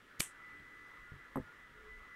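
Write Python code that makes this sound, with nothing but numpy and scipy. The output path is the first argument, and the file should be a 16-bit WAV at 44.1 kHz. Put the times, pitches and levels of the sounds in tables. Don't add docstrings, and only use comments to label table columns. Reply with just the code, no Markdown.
import sys
import numpy as np
from scipy import signal
from scipy.fft import rfft, irfft, next_fast_len
from scipy.io import wavfile
from scipy.ndimage import uniform_filter1d, map_coordinates

SR = 44100
rng = np.random.default_rng(int(sys.argv[2]) if len(sys.argv) > 2 else 0)


def wav_out(sig):
    wavfile.write(sys.argv[1], SR, np.round(np.clip(np.atleast_2d(sig).T, -1, 1) * 32767).astype(np.int16))


def ratio_of_db(decibels):
    return 10 ** (np.asarray(decibels, float) / 20)


N = 94815
SCATTER_DB = 1.5


def unit(x):
    return x / np.sqrt(np.mean(x ** 2) + 1e-20)


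def along(points, hz):
    f, v = np.transpose(points)
    return np.interp(np.log(hz + 1), np.log(f + 1), v)


def level(rows):
    columns = np.transpose(rows)
    return ratio_of_db(np.interp(np.arange(N) / SR, columns[0], columns[-1]))


def wobble(rate):
    return map_coordinates(rng.standard_normal(400), [np.arange(N) * rate / SR])


def filtered(x, response):
    m = next_fast_len(N + SR // 2)
    hz = np.fft.rfftfreq(m, 1 / SR)
    return irfft(rfft(x, m) * response(hz), m)[..., :N]


def noise(response, patchy_db):
    z = signal.stft(rng.standard_normal(N), nperseg=512)[2]
    field = uniform_filter1d(rng.standard_normal(z.shape), size=4, axis=0)
    field = uniform_filter1d(field, size=12, axis=1)
    patchy = signal.istft(z * ratio_of_db(patchy_db * unit(field)), nperseg=512)[1][:N]
    return unit(filtered(patchy, response))


def struck(s, db, modes, attack_s, scatter_db):
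    start = round(s * SR)
    t = np.clip(np.arange(N) / SR - s, 0, None)[start:][:SR // 3]
    hz, level_db, t60 = np.transpose(modes)[:, :, None]
    level_db = level_db + scatter_db * rng.standard_normal(hz.shape)
    ring = (ratio_of_db(db + level_db - 60 * t / t60) * np.sin(2 * np.pi * hz * t)).sum(0)
    out = np.zeros(N)
    out[start:][:len(t)] = ring * (1 - np.exp(-t / attack_s))
    return out


# (frequency [Hz], level [dB])
HISS_TONE = [(20, -5.5), (120, -3.5), (450, -4), (750, -16.5), (2400, -11.5), (3400, -13.5), (4300, -22.5),
             (16000, -35)]
# (time [s], level [dB])
RUMBLE = [(0, -80), (.8, -72), (1.7, -70), (1.85, -58.5), (1.95, -58.5), (2.15, -76)]
# (start [s], end [s], frequency [Hz], level [dB])
DRONES = [
    (0.47, 0.64, 294, -65.5),
    (0.685, .9, 294, -68.5),
    (1.706, 2.023, 430, -63),
    (0.497, 0.726, 83, -69),
    (1.9, 2.08, 220, -70),
    (1.62, 1.83, 960, -75.5),
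]


def background():
    t = np.arange(N) / SR
    drones = np.zeros(N)
    for start_s, end_s, hz, db in DRONES:
        swell = np.sin(np.pi * np.clip((t - start_s) / (end_s - start_s), 0, 1)) ** 0.74
        tone = np.sin(2 * np.pi * hz * t + .5 * wobble(25.07))
        drones += ratio_of_db(db + 2.2 * wobble(21.92)) * swell * tone
    centre_hz, width_hz = 36.3, 21.3
    rumble = level(RUMBLE) * noise(lambda hz: np.exp(-((hz - centre_hz) / width_hz) ** 2), patchy_db=2.5)
    hiss = ratio_of_db(-66.5) * noise(lambda hz: ratio_of_db(along(HISS_TONE, hz)), patchy_db=.3)
    return hiss + rumble + drones


# (time [s], level [dB])
WHINE = [(0, -83), (.2, -96), (.26, -59), (.32, -67), (.47, -55), (.67, -60.5), (1.04, -59.5),
         (1.16, -70.5), (1.2, -61), (1.3, -67.5), (1.39, -64.5), (1.44, -82), (1.65, -59), (1.74, -80),
         (1.78, -62.5), (1.84, -69), (1.91, -54.5), (2.07, -62.5), (2.15, -54)]
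# (time [s], level [dB])
FIFTH = [(0, -78), (.3, -72), (.5, -65.5), (.57, -75), (1.0, -72.5), (1.11, -59), (1.17, -84), (1.4, -81),
         (1.48, -57), (1.68, -89), (1.8, -62), (1.85, -75), (2.15, -67.5)]
# (multiple of the turning rate [-], level [dB], flutter [dB])
ORDERS = [(6, -73.5, 4), (14, -92, -4)]
# (frequency [Hz], width [Hz], level [dB])
HOUSING = [(1298, 75, -5), (1316, 32.3, -0.5), (1624, 36, -8), (1767, 51, -18.5), (1744, 29, 5.5),
           (1904, 25, 6), (2038, 10, -0.5)]
# (time [s], level [dB])
AIR = [(0, -65.5), (.15, -63.5), (.4, -62.5), (.49, -61), (.58, -62), (.8, -61.5), (.93, -60.5),
       (1.0, -61.5), (1.09, -62), (1.3, -63), (1.48, -61.5), (1.6, -62.5), (1.72, -65), (1.79, -62),
       (1.85, -62.5), (2.15, -62)]
# (frequency [Hz], level [dB])
AIR_TONE = [(750, -17.5), (1000, -9), (1320, 0.5), (1600, -2.5), (1900, -4), (2150, -6.5), (2500, -27.5),
            (3200, -42)]


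def fan():
    motor_hz, wander_hz = 284.75, .25
    turn = 2 * np.pi * np.cumsum(motor_hz + wander_hz * wobble(13)) / SR
    tones = level(WHINE) * ratio_of_db(1.2 * wobble(30)) * np.sin(7 * turn)
    tones += level(FIFTH) * np.sin(5 * turn + 2)
    for order, db, flutter_db in np.round(ORDERS):
        tones += ratio_of_db(db + flutter_db * wobble(8.48)) * np.sin(order * turn + order)

    def resonances(hz):
        return sum(ratio_of_db(db) * 1j * hz * width / (centre * centre - hz * hz + 1j * hz * width)
                   for centre, width, db in HOUSING)

    shade = level(AIR)
    air = shade * noise(lambda hz: ratio_of_db(along(AIR_TONE, hz)), patchy_db=3.0)
    housing = ratio_of_db(-66) * shade / shade.mean() * noise(resonances, patchy_db=2.5)
    return np.sqrt(2) * tones + air + housing


# (frequency [Hz], t60 [s])
ROOM_DECAY = [(300, 0.13), (2000, 0.24), (5000, .22), (8000, 0.3), (12000, 0.16), (15000, 0.15)]
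# (frequency [Hz], level [dB])
ROOM_TONE = [(300, -26.5), (1400, -9), (3200, -8.5), (4800, -19.5), (5400, -11.5), (6600, -9), (8700, -2),
             (12200, -6.5), (15800, -38)]
# (delay [s], level over the tail [dB])
WALLS = [(.0082, 7), (.0120, 6), (.0140, 4), (.0157, 4), (.0245, 4), (.0272, 4)]


def room(x):
    gap_s, rise_s, ends_s, wall_s = 0.0016, 0.01, 0.11, 0.001
    hz, t, z = signal.stft(rng.standard_normal(SR // 2), SR, nperseg=128)
    decay = ratio_of_db(-60 * t / along(ROOM_DECAY, hz)[:, None])
    tail = signal.istft(z * decay, SR, nperseg=128)[1]
    t = np.arange(len(tail)) / SR
    tail *= 1 - np.exp(-np.clip(t - gap_s, 0, None) / rise_s)
    tail *= np.exp(-(t / ends_s) ** 4)
    tail *= ratio_of_db(sum(db * np.exp(-((t - s) / wall_s) ** 2) for s, db in WALLS))
    tail *= ratio_of_db(2) / np.linalg.norm(tail)
    return filtered(signal.fftconvolve(x, tail)[:N], lambda hz: ratio_of_db(along(ROOM_TONE, hz)))


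# (time [s], level [dB])
BUMPS = [
    (.53, -59),
    (.60, -53.5),
    (1.021, -59),
    (1.1197, -41),
    (1.139, -43.5),
    (1.162, -54),
    (1.40, -37),
    (1.44, -48),
    (1.72, -62),
]
# (frequency [Hz], level [dB], t60 [s])
PADDED = [(45, -6, 0.12), (92, 4.5, 0.073), (135.4, 0.5, 0.13), (225, -3, 0.028), (410, -15.5, 0.15)]
# (time [s], level [dB], frequency [Hz])
TICKS = [
    (.520, -56, 2300),
    (.515, -62, 425),
    (.596, -59, 3200),
    (.597, -63, 4000),
    (1.105, -60, 2200),
    (1.79, -67, 560),
]


def hands():
    bumps = sum(struck(s, db - 7, PADDED, attack_s=0.00094, scatter_db=1.0) for s, db in BUMPS)
    ticks = sum(struck(s, db, [(hz, 0, 0.025)], attack_s=.0004, scatter_db=0) for s, db, hz in TICKS)
    return bumps + ticks


KNOCK_S = [
    1.3576,
    1.3588,
    1.3624,
    1.3660,
    1.3708,
    1.3732,
    1.3768,
    1.3808,
    1.3995,
]
# (level [dB], hardness [dB])
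KNOCK_DB = [(-45, 20.5), (-27, -13.5), (-37.5, -27), (-30.5, -22), (-39, 10.5), (-30, -3), (-41.5, -14),
            (-30.5, -22), (-38, -13)]
# (frequency [Hz], level [dB], t60 [s])
TABLE = [(153, -11.5, 0.21), (218.5, 0, 0.076), (256, 1, 0.07), (356, 0, 0.084), (501.5, -2.5, .07),
         (632.6, -16.5, 0.15)]
# (frequency [Hz], level [dB], t60 [s])
TABLE_TOP = [(883, -14.5, 0.11), (1047, 0, 0.023), (1185, 0, 0.012)]
# (time [s], level [dB])
RATTLES = [
    (1.333, -70),
    (1.3580, -59),
    (1.3598, -51),
    (1.3650, -56),
    (1.3722, -65),
    (1.3740, -59),
]
# (frequency [Hz], level [dB], t60 [s])
LOOSE = [(5000, -18, .004), (8200, -5, .012), (10600, -8, .005), (11650, 1, .011), (12300, -3, .009),
         (15200, -18, .005)]


def set_down():
    out = np.zeros(N)
    for s, (db, hard_db) in zip(KNOCK_S, KNOCK_DB):
        out += struck(s, db - 8.5, TABLE, attack_s=0.00074, scatter_db=SCATTER_DB)
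        out -= struck(s, db + hard_db - 9, TABLE_TOP, attack_s=0.00021, scatter_db=SCATTER_DB)
    for s, db in RATTLES:
        out += struck(s, db, LOOSE, attack_s=0.0001, scatter_db=SCATTER_DB)
    return out


# (frequency [Hz], level [dB])
SHEAR_TONE = [(150, 4), (1000, -28), (3000, -8), (6000, -3), (9000, -8), (13000, -4), (15500, -34)]
SNAP_S = [
    .2017,
    .2024,
    .20484,
    .20508,
    .20556,
    .20600,
    .20642,
    .20682,
    .20708,
    .2077,
]
# (level [dB], brightness [dB])
SNAP_DB = [(-44, 4), (-42, 4), (-19.5, -8), (-33, 21.5), (-33, 17), (-30, 13), (-24, 2), (-31, 11),
           (-33, 13), (-46, 13)]
# (frequency [Hz], level [dB], t60 [s])
BLADES = [(1400, -3, 0.0038), (2240, 2.5, 0.015), (2890, -1.5, 0.0077), (3440, -14, 0.016)]
# (frequency [Hz], level [dB], t60 [s])
EDGES = [(5900, -6, .0025), (7150, -4, .003), (8150, -2, .003), (9400, -7, .003), (10800, -8, .003),
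         (11900, -11, .0025)]
# (frequency [Hz], level [dB], t60 [s])
GRIP = [(71, -52, 0.093), (173, -37, 0.013), (358, -33.5, .03), (700, -65, 0.025)]


def snip():
    start_s, end_s, scrape_db, rise_db = .1945, .2042, -41, 20
    part = (np.arange(N) / SR - start_s) / (end_s - start_s)
    out = noise(lambda hz: ratio_of_db(along(SHEAR_TONE, hz)), patchy_db=0)
    out *= (part > 0) * (part < 1) * ratio_of_db(scrape_db + rise_db * (np.clip(part, 0, 1) - 0.5))
    for s, (db, bright_db) in zip(SNAP_S, SNAP_DB):
        out += struck(s, db - 5.5, BLADES, attack_s=.00005, scatter_db=SCATTER_DB)
        out -= struck(s, db + bright_db - 3, EDGES, attack_s=.00009, scatter_db=SCATTER_DB)
    return out + struck(SNAP_S[2], -3, GRIP, attack_s=0.00098, scatter_db=4)


def scene():
    table = set_down() + hands()
    sent = ratio_of_db(-10) * table
    sent[round(SNAP_S[2] * SR)] += ratio_of_db(-4.5)
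    return (snip() + table + room(sent) + fan() + background())[None]


def top_cut(x):
    return signal.sosfilt(signal.butter(12, 16500, fs=SR, output="sos"), x)


def record(dry):
    mix = filtered(dry, lambda hz: hz < 15760)
    return top_cut(mix)


dry = scene()
out = record(dry)
wav_out(out)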